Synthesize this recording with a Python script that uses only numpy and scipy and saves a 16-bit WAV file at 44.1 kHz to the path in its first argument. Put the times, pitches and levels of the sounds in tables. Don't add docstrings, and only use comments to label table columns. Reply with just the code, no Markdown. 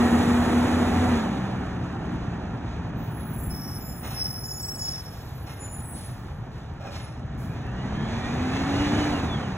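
import sys
import numpy as np
from scipy import signal
from scipy.fft import rfft, irfft, next_fast_len
from scipy.io import wavfile
from scipy.ndimage import map_coordinates

SR = 44100
rng = np.random.default_rng(int(sys.argv[2]) if len(sys.argv) > 2 else 0)


def dump_mix(stems):
    frames = np.atleast_2d(stems).T
    limited = np.clip(frames, -1, 1)
    pcm = np.round(limited * 32767).astype(np.int16)
    wavfile.write(sys.argv[1], SR, pcm)


N = 422037
REFERENCE_M = 15
# (t/s, distance/m)
TRUCK_DISTANCE = [(0, 10.3), (2, 21.3), (4.5, 42), (7.3, 48.3), (9.57, 46)]
# (t/s, 0 heard from behind to 1 side on)
CORNER_TURN = [(6.9, 0), (7.9, 1)]
# (f/Hz, relative level/dB)
CLATTER_SPECTRUM = [(230, -18), (380, -1.5), (470, -1.5), (550, -2.5), (780, 1.15), (1050, -4.5),
                    (1350, -5.5), (1550, -9), (1830, -8), (2100, -23), (3000, -18), (6000, -65)]


def amp(db):
    return 10 ** (np.asarray(db) / 20)


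def unit(x):
    return x / np.sqrt(np.mean(x ** 2) + 1e-20)


def along(points, hz):
    f, v = np.transpose(points)
    return np.interp(np.log(hz + 1), np.log(f + 1), v)


def curve(points):
    return np.interp(np.arange(N) / SR, *np.transpose(points))


def wobble(rate, size=N):
    knots = rng.standard_normal(int(size * rate / SR) + 4)
    coarse = np.arange(0, size + 32, 32)
    smooth = map_coordinates(knots, [coarse * rate / SR], mode="nearest")
    return np.interp(np.arange(size), coarse, smooth)


def filtered(x, response):
    size = x.shape[-1]
    padded = next_fast_len(size + 8192, True)
    return irfft(rfft(x, padded) * response(np.fft.rfftfreq(padded, 1 / SR)), padded)[..., :size]


def noise(spectrum, size=N, slope_db=0):
    white = rng.standard_normal((2, size))
    return unit(filtered(white, lambda hz: amp(along(spectrum, hz) + slope_db * np.log2(1 + hz / 1000))))


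def resonant(resonances, f):
    return 1 + sum(amp(db) / (1 + ((f - hz) / width) ** 2) for hz, width, db in resonances)


def ringing(x, modes):
    return filtered(x, lambda f: sum((-1) ** k * amp(db) * 1j * f * w / (hz * hz - f * f + 1j * f * w)
                                     for k, (hz, w, db) in enumerate(modes)))


def rattle(modes):
    return unit(ringing(rng.standard_normal((2, SR)), modes))


def soft(blows, corner_hz=420):
    return filtered(blows, lambda hz: (1 + 1j * hz / corner_hz) ** -3)


def burst(t60, rise_s):
    t = np.arange(SR) / SR
    return (1 - np.exp(-t / rise_s)) * amp(-60 * t / t60)


def add(track, start_s, sound):
    part = track[..., max(round(start_s * SR), 0):][..., :sound.shape[-1]]
    part += sound[..., :part.shape[-1]]


def street(x, wet_db):
    decay = [(100, 0.67), (1000, 0.26), (5000, 0.63), (15000, 0.3)]
    hz, t, bins = signal.stft(rng.standard_normal((2, SR)), SR, nperseg=256)
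    tail = signal.istft(bins * amp(-60 * t / along(decay, hz)[:, None]), SR, nperseg=256)[1]
    echo = signal.fftconvolve(x[None], tail / np.linalg.norm(tail[0]), axes=1)[:, :N]
    direct = x * np.array([[1], [0]])
    return (direct + amp(wet_db) * echo) / np.hypot(1, amp(wet_db))


def stereo_image(field):
    likeness = [(25, .9), (60, .96), (130, .99), (300, .975), (700, .78), (1100, .8), (1700, .92),
                (2400, .5), (3200, .85), (4000, .9), (4700, .998), (15000, .998)]
    lead = [(100, 0), (300, -.2), (550, -.85), (800, -.3), (1700, .1), (2200, .3), (2700, 1.9), (3600, 1.7),
            (4750, 3.14), (7000, 6.28), (9000, 9.42), (11000, 12.57), (13100, 15.7), (15300, 18.85)]
    balance = [(400, .4), (650, -5.6), (950, -1.4), (1800, -.6), (2400, -6.1), (2900, -3.1), (3400, 0)]
    sides = np.array([[.5], [-.5]])

    def shares(hz):
        angle = np.arccos(along(likeness, hz)) / 2
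        return np.array([np.cos(angle), np.sin(angle)])

    common, diffuse = filtered(field, shares)
    pair = np.array([common + diffuse, common - diffuse])
    return filtered(pair, lambda hz: amp(sides * along(balance, hz)) * np.exp(1j * sides * along(lead, hz)))


def low_thumps():
    hits = [(0.42, -26), (3.38, -21.5), (3.471, -18), (3.532, -27), (3.769, -25), (4.23, -29), (6.267, -32),
            (6.372, -32)]
    modes = [(63, 32, -2.5), (106, 32, -4.5), (190, 69, -13)]
    blows = np.zeros(N)
    for start, db in hits:
        blows[round(start * SR)] = amp(db)
    peak = np.abs(ringing(signal.unit_impulse(SR), modes)).max()
    return street(ringing(soft(blows), modes) / peak, wet_db=-1)


def body_clanks():
    knocks = [(4.025, -40.5, -44, 0.77), (4.1, -44.5, -54, 0.52), (4.165, -45, -58, 0.45),
              (5.46, -46, -50, 0.99), (5.612, -57.5, -45, 0.5), (5.775, -58, -47, 0.34),
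              (6.795, -52, -39.5, 0.67), (6.845, -46.5, -35.5, 0.43), (6.925, -42, -49, 0.47),
              (7.02, -50, -45, 0.67)]
    steel_modes = [(2103, 27, 8), (2470, 45, 0.5), (2640, 17, 6.5), (2900, 13, 4), (3210, 55, -2),
                   (3660, 96, 0), (4090, 44, 5), (5440, 120, 4.5), (6620, 330, -6), (8000, 200, -13)]
    hopper_modes = [(570, 70, -2.5), (793, 29, 2), (1276, 150, -10), (1690, 36, -13), (2430, 34, -9.5)]  # (f/Hz, width/Hz, level/dB)
    out = np.zeros((2, N))
    for start, ring_db, thud_db, t60 in knocks:
        fittings = amp(2) * noise(CLATTER_SPECTRUM, SR, slope_db=8)
        ring = amp(ring_db) * (rattle(steel_modes) + fittings)
        judder = unit(amp(2.2 * wobble(70, SR)))
        thud = amp(thud_db) * rattle(hopper_modes)
        add(out, start, burst(t60, rise_s=.016) * judder * (ring + thud))
    return out


def air_puffs():
    puffs = [(4.82, -43.5, 1.3, 9), (5.1, -50.5, 2, 6), (5.93, -45.5, 1.17, 7), (6.5, -53.5, 1.1, 2),
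             (6.9, -38.5, 0.56, 2), (7.371, -45, 0.54, 12)]
    air_spectrum = [(900, -13), (2200, 4), (4000, 4.5), (6500, -4), (9000, -13), (12000, -13), (15800, -24)]  # (f/Hz, relative level/dB)
    out = np.zeros((2, N))
    for start, db, t60, bright_db in puffs:
        add(out, start, burst(t60, rise_s=.045) * amp(db) * noise(air_spectrum, SR, bright_db))
    return out


def squeal(length_s, hz, tremble_hz, drift, edge_s=.02, climb_per_s=.022):
    size = int((length_s + edge_s) * SR)
    t = np.arange(size) / SR
    pitch = hz * (1 + drift * wobble(14, size) + climb_per_s * (t - length_s / 2))
    pitch += tremble_hz * wobble(170, size)
    swell = np.clip(np.minimum(t, t[-1] - t) / edge_s, 0, 1)
    flutter = amp(3.8 * wobble(70, size))
    return swell * unit(flutter * np.sin(2 * np.pi * np.cumsum(pitch) / SR))


def brakes(chirp_count=150, spread_hz=540, press_s=.63, release_t60_s=1.4):
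    squeals = [(2.972, 3.12, 14700, -58, 150), (3.127, 3.315, 11100, -54.5, 83),
               (3.263, 3.5, 15150, -50, 98), (3.307, 3.92, 12000, -52.5, 160),
               (3.314, 3.583, 10940, -54, 62), (3.357, 3.52, 9980, -47.5, 41),
               (3.36, 3.47, 7560, -57.5, 45), (3.504, 3.758, 5340, -44, 36), (3.559, 3.8, 10700, -55.5, 74),
               (3.608, 3.7, 5620, -49, 42), (3.782, 3.96, 5310, -53, 47), (3.818, 3.918, 7160, -50.5, 86),
               (3.79, 4.342, 15300, -53, 52), (3.967, 4.254, 9620, -47.5, 90),
               (4.139, 4.287, 5323, -32.5, 24), (4.118, 4.955, 11170, -53.5, 115),
               (4.137, 4.928, 10640, -53.5, 58), (4.17, 4.55, 12560, -64, 53),
               (4.322, 4.503, 5333, -35, 26), (4.505, 4.756, 5386, -36, 17), (4.435, 4.604, 6930, -47, 74),
               (4.46, 4.696, 14130, -54, 100), (4.611, 4.754, 7750, -46.5, 40),
               (4.652, 4.9, 15592, -59, 53), (4.774, 4.877, 6900, -46, 20), (4.79, 4.896, 5360, -29.5, 27),
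               (4.95, 5.57, 12300, -59.5, 70), (5.397, 5.596, 10850, -61, 39), (5.6, 5.7, 7010, -42, 19),
               (5.601, 6.071, 10500, -46.5, 29), (5.698, 5.9, 14300, -62, 70),
               (5.812, 5.964, 8080, -46, 37), (6.973, 7.074, 10570, -58.5, 82)]
    lining_modes = [10550, 11400, 12900, 12200, 14000, 14450, 14750, 15150, 15450]
    presses = [(2.932, 4.748, -45.5), (5.204, 5.902, -51.5)]
    drums, chirps = np.zeros((2, N))
    for start, end, hz, db, tremble_hz in squeals:
        add(drums, start - .01, amp(db) * squeal(end - start, hz, tremble_hz, drift=.00139))
    starts = np.linspace(presses[0][0], presses[-1][1] + release_t60_s / 2, chirp_count)
    for start, (mode, detune, length) in zip(starts, rng.random((chirp_count, 3))):
        hz = lining_modes[int(mode * len(lining_modes))] + spread_hz * (detune - .5)
        add(chirps, start, squeal(.04 + .14 * length, hz, tremble_hz=90, drift=.004, edge_s=.006))
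    t = np.arange(N) / SR
    pressure = np.zeros(N)
    for start, end, db in presses:
        release_db = -60 * np.maximum(t - end, 0) / release_t60_s
        pressure += np.clip((t - start) / press_s, 0, 1) * amp(db + release_db)
    scrape_spectrum = [(4500, -32), (5500, -1), (8000, 6), (11000, -5), (13500, 9), (15800, -4)]  # (f/Hz, relative level/dB)
    flutter = amp(2.5 * wobble(21) + 1.5 * wobble(180))
    scrape = pressure * amp(-12.5) * flutter * noise(scrape_spectrum)
    return street(drums + pressure * amp(-8) * unit(chirps), wet_db=-1.5) + scrape


def level(part, rate, cruise_hz=80, turbo_lag_s=.39):
    part_levels = { "rumble": (-31, 4, 2, -4.5, -0.63, 1.5), "chug": (-35.5, 6.5, -4.5, 0.2, -0.9, 3.8),
                   "drone": (-29.5, 11, 1, 0.06, -4, 1.3), "pipe": (-36, 8, 11.5, 1.4, -5.5, -0.9),
                   "clatter": (-37.5, 8.5, 0.7, 7, -3, 0.75), "hiss": (-49.5, 11.5, 1, 10, -1.23, 1),
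                   "fizz": (-69.5, 13.5, 2, 19.5, -6, 0), "gears": (-49, 8, 1, 3, -1, 0),
                   "fan": (-49, 6, 4, -0.5, -2.5, -2), }
    driver_foot = [(0, 1), (1.15, 0.89), (1.32, 0.2), (1.6, 0.28), (2.9, 0.3), (3.4, 0.2), (4.2, 0.55),
                   (5.0, 0.71), (7.2, 0.21), (7.45, 0.39), (8.2, 0.97), (9.08, 1), (9.24, 0.63),
                   (9.42, 0.75), (9.55, .98)]
    base_db, speed_db, throttle_db, boost_db, distance_db, side_db = part_levels[part]
    throttle = curve(driver_foot)
    pole = np.exp(-1 / (turbo_lag_s * SR))
    boost = throttle[0] + signal.lfilter([1 - pole], [1, -pole], throttle - throttle[0])
    effort_db = speed_db * np.log2(rate / cruise_hz) + throttle_db * throttle + boost_db * boost
    place_db = distance_db * np.log2(curve(TRUCK_DISTANCE) / REFERENCE_M) + side_db * curve(CORNER_TURN)
    return amp(base_db + effort_db + place_db)


def beats(firings, depth, uneven):
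    cylinders = np.clip(1 + uneven * rng.standard_normal(6), .2, 2)
    return unit(cylinders[firings.astype(int) % 6] * (1 - depth * np.cos(2 * np.pi * firings)))


def fan(firings, rate, blades_per_firing=1.064):
    cowl = [(87.8, 2.2, 16.5)]  # (f/Hz, half width/Hz, level/dB)
    swell = amp(1.8 * wobble(7))
    hum = swell * unit(np.sin(2 * np.pi * blades_per_firing * firings + .2 * wobble(20)))
    return street(level("fan", rate) * resonant(cowl, blades_per_firing * rate) * hum, wet_db=-22)


def gears(firings, rate, diffuse_db=-4):
    # (multiple of the firing rate, pulling level/dB, coasting level/dB, side-on gain/dB)
    tones = [(9, 1.5, -12, -3), (24, -2.5, -7, 1), (30, -9, -15, 9.5), (45, -15, -10, 6)]
    panels = [(741, 3.5, 11.5), (1900, 12, 0), (2975, 25, -3), (3350, 220, 1.5)]
    tooth_load = [(0, 1), (1.13, 1), (1.25, 0), (7.5, 0), (8, 1), (9.1, 1), (9.18, 0)]
    load, side_on = curve(tooth_load), curve(CORNER_TURN)
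    slack = 1 - load
    scatter = .0011 + .007 * slack + .005 * side_on
    flicker_db = 1.5 + 3.5 * side_on
    out = np.zeros((2, N))
    for multiple, pull_db, coast_db, side_db in tones:
        gain = amp(load * pull_db + slack * coast_db + side_on * side_db)
        gain *= resonant(panels, multiple * rate)
        for field, share in zip(out, amp([0, diffuse_db])):
            flicker = amp(flicker_db * (wobble(20) - 1 / 3))
            phase = 2 * np.pi * multiple * (firings + scatter * wobble(70)) + .35 * wobble(25)
            field += share * gain * flicker * np.sin(phase)
    return level("gears", rate) * out


def valves(firings, rate, points=1024):
    spectrum = [(200, -20), (330, 4), (480, 1), (560, -4), (760, 0), (1100, -6), (1750, -6), (2050, -15),
                (2300, -7), (2700, -17), (4500, -40)]
    pattern = np.interp(firings / 6, np.arange(points) / points, rng.standard_normal(points), period=1)
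    rattling = unit(filtered(pattern, lambda hz: amp(along(spectrum, hz))))
    return street(level("clatter", rate) * amp(-6.5) * rattling, wet_db=-5)


def engine_block(firings, rate):
    hiss_spectrum = [(1300, -1.5), (1850, 4.5), (2060, 3.5), (2300, 1.5), (2600, 1.5), (2950, -3.5),
                     (3180, -1), (3400, 0.5), (4000, 0), (5200, -7.5), (6400, -5.5), (7300, -14),
                     (8500, -22), (10500, -22.5), (13000, -70), (15800, -51)]
    fizz_spectrum = [(4000, -21), (7000, 0), (9000, -1), (11500, -6.5), (15800, -13.5)]
    clatter = level("clatter", rate) * noise(CLATTER_SPECTRUM)
    hiss = level("hiss", rate) * amp(1.2 * wobble(14)) * noise(hiss_spectrum)
    fizz = level("fizz", rate) * noise(fizz_spectrum)
    return (clatter + hiss + fizz) * beats(firings, depth=.025, uneven=.089)


def muffler_chug(firings, rate):
    modes = [(70, 42, -14), (119.4, 28, 9.5), (223, 85, 1.5), (326, 85, -7)]
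    cylinders_db, scatter_db = [4, -3, 0, -4, 2, -3], 4
    onsets = np.flatnonzero(np.diff(np.floor(firings)))
    strokes, count = np.zeros(N), len(onsets)
    strokes[onsets] = amp(np.resize(cylinders_db, count) + scatter_db * rng.standard_normal(count))
    return street(level("chug", rate) * unit(ringing(soft(strokes), modes)), wet_db=-10.5)


def exhaust(firings, rate):
    partials = [(1, -20), (1.5, -22), (2, -24), (2.5, -22), (3, 2), (3.5, -27), (4, -18), (5, -19.5),
                (6, -15)]
    pipe_modes = [(115.6, 3.5, -4), (155.7, 3.9, 5.5), (191, 3.2, -3.5), (287, 5.6, -3)]  # (f/Hz, half width/Hz, level/dB)
    rumble_spectrum = [(20, -30), (32, -15), (48, -5.5), (65, 2.2), (100, 0.6), (130, 0.5), (165, -3),
                       (230, -18), (400, -79)]
    drone_spectrum = [(100, -17), (165, -1), (230, 5.5), (310, -0.5), (380, -5.5), (450, -14), (540, -37),
                      (900, -73)]
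    waver_rad = .15 * curve(TRUCK_DISTANCE) / REFERENCE_M
    tone = np.zeros(N)
    for multiple, db in partials:
        gain = amp(db + 1.3 * wobble(13)) * resonant(pipe_modes, multiple * rate)
        tone += gain * np.sin(2 * np.pi * multiple * firings + waver_rad * wobble(22))
    growl = 1 + .13 * wobble(70)
    pipe = street(level("pipe", rate) * growl * tone, wet_db=-34)
    rumble = level("rumble", rate) * amp(1.1 * wobble(11)) * noise(rumble_spectrum)
    drone = level("drone", rate) * amp(1.4 * wobble(16)) * noise(drone_spectrum)
    return pipe + (rumble + drone) * beats(firings, depth=.078, uneven=.18)


def scene():
    engine_speed = [(0, 79), (.3, 79.8), (.65, 81), (.88, 81.6), (1.03, 82.4), (1.12, 81.9), (1.19, 75),
                    (1.28, 64.3), (1.55, 63), (1.75, 59.7), (2.1, 60.3), (2.4, 57.5), (3.35, 53),
                    (3.8, 46.5), (4.1, 39.5), (4.25, 38.8), (4.5, 33.3), (5.5, 33.3), (5.95, 38.7),
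                    (7.1, 39), (7.55, 55), (7.75, 62.3), (8.0, 71.7), (8.35, 81.7), (8.6, 89.5), (8.8, 96),
                    (8.98, 99.3), (9.12, 97.5), (9.31, 78.2), (9.4, 70), (9.57, 58)]
    rate = curve(engine_speed)
    firings = np.cumsum(rate * (1 + .001205 * wobble(8.6))) / SR
    engine = sum(part(firings, rate) for part in (exhaust, muffler_chug, fan, engine_block, valves, gears))
    return stereo_image(engine + brakes() + body_clanks() + air_puffs() + low_thumps())


def record(dry):
    return filtered(dry, lambda hz: hz < 15800)


dry = scene()
out = record(dry)
dump_mix(out)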